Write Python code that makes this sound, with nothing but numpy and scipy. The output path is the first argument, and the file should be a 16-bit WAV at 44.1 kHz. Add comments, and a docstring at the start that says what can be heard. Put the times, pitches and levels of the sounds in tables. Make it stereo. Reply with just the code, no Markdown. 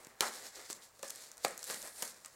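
"""Thin plastic wrap is pulled off a hard case by hand in a small room.
The taut film releases its tension in sharp snaps that excite the modes of the case, and once rips along it.
Creases buckle in single ticks, and the sliding, crumpling sheet sums many tiny impulses into a fine
crinkle over a duller rustle. A close microphone pair hears this with the room's reverberation and hush."""
import sys
import numpy as np
from scipy import signal
from scipy.fft import rfft, irfft
from scipy.io import wavfile

SR = 44100
rng = np.random.default_rng(int(sys.argv[2]) if len(sys.argv) > 2 else 0)


def transcribe(signal):
    """Save signal, clipped to [-1, 1], as a 16-bit WAV file at the path in sys.argv[1]."""
    frames = np.atleast_2d(signal).T
    limited = np.clip(frames, -1, 1)
    pcm = np.round(limited * 32767).astype(np.int16)
    wavfile.write(sys.argv[1], SR, pcm)


N = 103635
TIME = np.arange(N) / SR
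BUCKLE_DECAY_S = 0.0014
# Handling of the sheet. Each row: time in seconds, relative levels of crinkle and of rustle in dB.
HANDLING = [(0,-58.5,-59),(.08,-63,-60.5),(0.182,-67.5,-67.5),(.208,-52.5,-63),(0.22,-33.5,-37),(.242,-36,-42.5),(.262,-38,-44),(0.281,-41,-48),(.305,-51,-51),(.328,-49,-55),
            (.36,-44,-51),(.42,-50,-56.5),(0.464,-43.5,-53),(0.506,-56.5,-68),(.56,-49,-54.5),(.6,-49,-52),(.685,-53,-65.5),(0.71,-43.5,-52.5),(.738,-62,-76),(.756,-50.5,-61.5),(.79,-64,-62),(0.839,-56,-67),(.9,-65,-79),(1.02,-62.5,-71),
            (1.044,-44.5,-49),(1.075,-52.5,-58),(1.14,-51.5,-59.5),(1.24,-51,-62),(1.29,-58.5,-64),(1.36,-60.5,-64),(1.429,-53,-62.5),(1.445,-39,-56.5),(1.5,-53,-49),(1.56,-55,-57.5),(1.656,-51.5,-62),
            (1.708,-40.5,-44),(1.775,-49,-58),(1.83,-50.5,-58.5),(1.854,-43.5,-48.5),(1.88,-51,-54.5),(1.905,-52,-60.5),(1.94,-56,-66),(2.0,-47,-56.5),(2.033,-44.5,-48),(2.11,-52.5,-63.5),(2.17,-60.5,-63),(2.235,-62.5,-71),(2.263,-58,-74),(2.3,-61.5,-92),(2.35,-60,-62)]


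def from_db(db):
    """Amplitude grows tenfold with every 20 dB."""
    return 10 ** (np.asarray(db) / 20)


def unit_rms(x):
    """Normalisation to a mean power of one."""
    return x / np.sqrt(np.mean(x ** 2) + 1e-20)


def one_ms(x):
    """Normalisation to the energy of one millisecond at unit level."""
    return x * np.sqrt(SR / 1000 / np.sum(x ** 2))


def at_hz(points, hz):
    """Interpolation of a table on a logarithmic frequency axis."""
    f, value = np.transpose(points)
    return np.interp(np.log(hz + 1), np.log(f), value)


def colour(x, points):
    """Minimum-phase filtering: folding the cepstrum gives a dB spectrum a causal response."""
    size = 4096
    gain = from_db(at_hz(points, np.arange(size // 2 + 1) * SR / size))
    cepstrum = irfft(np.log(gain))
    cepstrum[1:size // 2] *= 2
    cepstrum[size // 2 + 1:] = 0
    return signal.fftconvolve(x, irfft(np.exp(rfft(cepstrum))))[:len(x)]


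def high_pass(x, hz, order):
    """Attenuation below a corner frequency."""
    return signal.sosfilt(signal.butter(order, hz, "high", fs=SR, output="sos"), x)


def band_pass(x, low, high, order):
    """Attenuation outside two corner frequencies."""
    return signal.sosfilt(signal.butter(order, [low, high], "band", fs=SR, output="sos"), x)


def add(track, start_s, sound):
    """Superposition of a delayed sound on a track."""
    i = int(start_s * SR)
    track[i:i + len(sound)] += sound[:max(N - i, 0)]


def burst(hz, width, decay_s, rattle):
    """An impulse and a decaying rattle drive one resonance of the given relative bandwidth."""
    t = TIME[:SR // 20]
    push = rattle * rng.standard_normal(len(t)) * np.exp(-t / decay_s)
    push[0] = 1
    edge = np.sqrt(1 + width ** 2 / 4) + width / 2
    return one_ms(band_pass(push + 1e-18, hz / edge, min(hz * edge, SR / 2 - 1000), order=1))


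def grains(per_s, spread_db):
    """Shot noise: tiny buckles arrive independently, most small and a few large."""
    sizes = from_db(spread_db * np.minimum(rng.exponential(1, N), 5)) * rng.choice([-1, 1], N)
    return unit_rms(sizes * (rng.random(N) < per_s / SR))


def stick_slip(per_s, spread_db):
    """Stick-slip friction groups the buckles into clumps, expressed as a wandering gain."""
    knots = rng.standard_normal(400)
    return from_db(spread_db * np.interp(TIME * per_s, np.arange(len(knots)), knots))


def crinkle():
    """Buckling rings small facets at their own natural frequencies, while sliding film hisses."""
    # Spectra of the crinkle and the hiss. Each row: frequency in Hz, gain in dB.
    crinkle_spectrum = [(300,-12),(1500,-4),(3000,-8),(4200,0),(5200,-2),(7500,0),(10000,-8.5),(13000,-9.5),(16000,-17)]
    hiss_spectrum = [(5000,-31),(8500,3),(11000,-0.5),(14000,-8.5),(16000,-22.5)]
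    # The hiss rises as the sheet slides free. Each row: time in seconds, level against the facets in dB.
    hiss_levels = [(0,-3),(.28,-10),(.4,-8),(.6,-25),(.75,-5),(.95,-7.5),(1.15,-9),(1.4,-12),(1.55,-8),(1.7,-2),(1.9,0),(2.05,0.5),(2.15,-8),(2.35,-5)]
    pitches, facets = np.geomspace(2500, 14000, 8), 0
    for hz in pitches:
        buckles = grains(per_s=3500 / len(pitches), spread_db=1)
        ring = np.sqrt(hz) * burst(hz, width=1, decay_s=BUCKLE_DECAY_S, rattle=0.046)
        facets += signal.fftconvolve(buckles, ring)[:N]
    facets = unit_rms(colour(facets, crinkle_spectrum))
    lone_buckles = from_db(-11.5) * unit_rms(colour(grains(per_s=64, spread_db=2), crinkle_spectrum))
    hiss = unit_rms(colour(grains(per_s=2100, spread_db=2), hiss_spectrum))
    hiss *= from_db(np.interp(TIME, *np.transpose(hiss_levels)))
    times, level_db, _ = np.transpose(HANDLING)
    envelope = from_db(np.interp(TIME, times, level_db) - 4.5)
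    return envelope * stick_slip(per_s=41, spread_db=2) * (facets + lone_buckles + hiss)


def rustle():
    """Larger facets resonate lower, so their buckling merges into a dull noise."""
    # Spectrum of the large facets. Each row: frequency in Hz, gain in dB.
    spectrum = [(80,-15),(160,-23.5),(230,-2),(290,-2.5),(520,6),(750,1.5),(1250,-2),(1900,2.5),(2700,-8),(6000,-23)]
    times, _, level_db = np.transpose(HANDLING)
    envelope = from_db(np.interp(TIME, times, level_db) - 2.5)
    return envelope * unit_rms(colour(grains(per_s=3000, spread_db=2), spectrum))


def background():
    """Stationary coloured noise forms the hush of the room."""
    # Spectrum of the hush. Each row: frequency in Hz, gain in dB.
    spectrum = [(25,-14.5),(50,-1.5),(75,-16.5),(100,-2),(140,-7.5),(250,-12),(600,-5.5),(1200,-5.5),(2000,-14),(3000,-17.5),(7000,-49),(15000,-18)]
    return from_db(-68) * unit_rms(colour(rng.standard_normal(N), spectrum))


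def ticks():
    """Snap-through buckling: a crease flips over with a click, and the sheet around it flaps lower."""
    # Single creases. Each row: start in seconds, relative level in dB, centre frequency in Hz.
    creases = [(0.0477,-44.5,6570),(0.0697,-46,6600),(.1976,-54,6600),(0.2215,-44,6440),(0.5573,-41.5,6100),(.7065,-37.5,6260),(.7104,-45,7100),
               (0.7291,-32.5,5940),(.822,-50,4000),(0.9936,-50.5,5940),(1.029,-36.5,6940),(1.0772,-45,6000),(1.0807,-40.5,6040),(1.0851,-41,7000),(1.097,-42,7500),(1.1025,-36.5,7450),(1.1054,-32.5,7360),
               (1.159,-41,8200),(1.2886,-54,8600),(1.3163,-41.5,6200),(1.371,-48.5,8700),(1.3798,-43,7600),(1.4518,-35,5840),(1.4819,-35.5,7950),(1.5086,-45,7400),
               (1.5775,-35.5,8040),(1.5923,-41,7000),(1.6039,-49,8200),(1.6294,-35.5,5000),(1.6416,-35,7900),(1.647,-41.5,7600),(1.6525,-45,7500),(1.6708,-42,9700),(1.677,-38,9200),
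               (1.71,-37,8000),(1.7434,-36.5,6250),(1.8186,-39.5,7000),(1.827,-37.5,7500),(1.8746,-41,8000),(2.0233,-26.5,8060),(2.053,-39,7600),(2.0775,-39,7200),(2.1442,-49,6100),(2.248,-42,5260),(2.2601,-40,7100),(2.2811,-51.5,7000)]
    # What a crease radiates. Each row: frequency in Hz, gain in dB.
    radiation = [(600,5),(1500,-2),(3000,-2),(4200,-1),(6000,0),(8000,1.5),(10000,-2.5),(12000,-1),(16000,-6)]
    out = np.zeros(N)
    for start, db, hz in creases:
        click = burst(hz, width=0.57, decay_s=BUCKLE_DECAY_S, rattle=0.24)
        flap = burst(hz=1490, width=0.33, decay_s=BUCKLE_DECAY_S, rattle=0.24)
        add(out, start, from_db(db) * (click + from_db(-19) * flap))
    return colour(out, radiation)


def snaps():
    """Impulse excitation: film cracks, the case thumps and rings. Gives direct sound and room feed."""
    # Each row: start in seconds, crack in dB and Hz, thump in dB and Hz, then case ring, low bump
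    # and room feed in dB. All levels are relative.
    releases = [(.07,-62,5000,-54,327,-70,-46.5,-13),(0.2076,-14.5,3850,-26.5,480,-35.5,-38.5,-5.5),(0.7012,-36,4970,-36.5,444,-71,-77,-7),(.9941,-57,5000,-58,536,-52,-64,-12),
                (1.031,-36,4300,-39.5,624,-32.5,-52,-13),(1.4487,-22.5,4640,-18.5,610,-40,-38.5,-7.5),(1.7005,-35,3440,-36,1090,-70,-43,-5.5),
                (1.7443,-45,3000,-42.5,1194,-49.5,-47,-2.5),(2.0271,-28,7400,-34,670,-42.5,-41.5,-8),(2.248,-65,5000,-48,1490,-59,-66,2),(2.2586,-45,7000,-51,1480,-65,-64,-23)]
    # Modes of the hand-held case. Each row: frequency in Hz, relative level in dB, T60 in seconds.
    case_modes = [(216,-18,0.14),(375,-9,0.027),(555.5,6.5,0.077),(652,0,0.044),(1016,-8,0.085),(1182,-6,0.11),(1380,-26,.12),(1760,-7,0.073)]
    # Resonances of the taut film. Each row: frequency in Hz, gain in dB.
    taut_film = [(100,-2),(250,-11),(1000,-1),(2200,-3),(2750,2.5),(3350,-8.5),(4000,2),(4800,-4),(8000,-1.5),(15000,-3)]
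    direct, feed, t = np.zeros(N), np.zeros(N), TIME[:SR // 2]
    for start, crack_db, crack_hz, thump_db, thump_hz, ring_db, bump_db, room_db in releases:
        ring = 0
        for k, (hz, db, t60) in enumerate(case_modes):
            decay = from_db(db + rng.normal(0, 1) - 60 * t / t60)
            ring += (-1) ** k * decay * np.sin(2 * np.pi * hz * t)
        crack = burst(crack_hz, width=1.23, decay_s=0.0021, rattle=0.27)
        thump = burst(thump_hz, width=0.98, decay_s=0.0052, rattle=0.052)
        bump = burst(hz=216, width=0.94, decay_s=0.0052, rattle=0.052)
        snap = np.zeros(N)
        add(snap, start, from_db(crack_db) * colour(crack, taut_film))
        add(snap, start, from_db(thump_db) * high_pass(thump, 0.34 * thump_hz, order=2))
        add(snap, start, from_db(ring_db) * one_ms(high_pass(ring, hz=290, order=2)))
        add(snap, start, from_db(bump_db) * high_pass(bump, hz=110, order=1))
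        direct += snap
        feed += from_db(room_db) * snap
    return direct, feed


def rip():
    """The case acts as a sounding board for a fast run of slips that swells and dies."""
    start_s, peak_s, rise_s, fall_s = 0.21, 0.2333, 0.014, 0.025
    centre_hz, log_width = 1040, 0.58
    edge = np.exp(log_width / 2)
    slips = band_pass(grains(per_s=4000, spread_db=2), centre_hz / edge, centre_hz * edge, order=2)
    swell = np.exp(-np.maximum((peak_s - TIME) / rise_s, (TIME - peak_s) / fall_s))
    return from_db(-34.5) * swell * (TIME > start_s) * unit_rms(slips)


def room(x):
    """Reverberation: strong early reflections lead into a diffuse tail, each band at its own decay rate."""
    # Response of the room. Each row: frequency in Hz, gain in dB.
    response = [(100,-23),(220,8.5),(300,-7),(550,0.5),(1000,-0.5),(1800,5),(2900,-5.5),(4200,-7.5),(7500,-4),(11000,-5.5),(16000,-29.5)]
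    # Reverberation times. Each row: frequency in Hz, T60 in seconds.
    decay_times = [(200,.5),(1000,0.33),(4000,0.47),(14000,0.34)]
    gap_s, build_s, early_s, early_db = 0.0047, 0.0078, 0.0083, 14.5
    t = np.maximum(TIME[:SR // 2] - gap_s, 0)
    swell = (1 - np.exp(-t / build_s)) * (1 + from_db(early_db) * np.exp(-t / early_s))
    edges, tail = np.geomspace(80, 18000, 12), 0
    for low, high in zip(edges, edges[1:]):
        noise = band_pass(rng.standard_normal(len(t)), low, high, order=2)
        band = noise * swell * from_db(-60 * t / at_hz(decay_times, np.sqrt(low * high)))
        tail += unit_rms(band) * np.sqrt(2 * (high - low) / SR / len(t))  # energy follows bandwidth
    return colour(signal.fftconvolve(x, tail)[:N], response)


def scatter(x):
    """Scattering off hands, case and table brings treble to the two microphones by unequal paths."""
    # The facets face all ways. 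Each row: frequency in Hz, side minus mid in dB.
    side_spectrum = [(100,-23),(300,-15.5),(1000,-16.5),(2000,-22),(4500,-13),(8000,-16),(15000,-5)]
    t, peak_delay_s = TIME[:SR // 100], 0.0004
    paths = rng.standard_normal(len(t)) * t * np.exp(-t / peak_delay_s)
    return colour(signal.fftconvolve(x, paths / np.linalg.norm(paths))[:N], side_spectrum)


def scene():
    """Direct and diffuse fields superpose as mid and side; their sum is left, their difference right."""
    # Stereo width of reverberation and hush. Each row: frequency in Hz, side minus mid in dB.
    room_width = [(100,-12),(300,-26),(600,-12),(1500,-6.5),(4000,-1),(8000,-0.5),(15000,10)]
    hush_width = [(60,-5.5),(300,4.5),(1000,0),(4000,6),(15000,-2)]
    tick = ticks()
    snap, snap_feed = snaps()
    bright = tick + crinkle()
    dull = rustle() + rip()
    direct = snap + bright + dull
    feed = snap_feed + from_db(-7) * bright + from_db(-8) * dull
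    mid = direct + room(feed) + background()
    side = colour(room(feed), room_width) + colour(background(), hush_width)
    side += from_db(-14) * np.gradient(direct) + scatter(direct)
    return np.array([mid + side, mid - side])


def record(dry):
    """The two microphones have slightly unequal frequency responses, and a steep low-pass cuts the top."""
    # Balance of the pair. Each row: frequency in Hz, left minus right in dB.
    balance = [(100,2.5),(300,2.3),(1000,1),(2000,2.3),(4200,0),(8000,0.5),(13000,0.4)]
    cutoff_hz = 15900
    pair = [colour(x, [(hz, sign * db / 2) for hz, db in balance]) for x, sign in zip(dry, (1, -1))]
    return signal.sosfilt(signal.ellip(10, .1, 70, cutoff_hz, fs=SR, output="sos"), pair)


dry = scene()
out = record(dry)
transcribe(out)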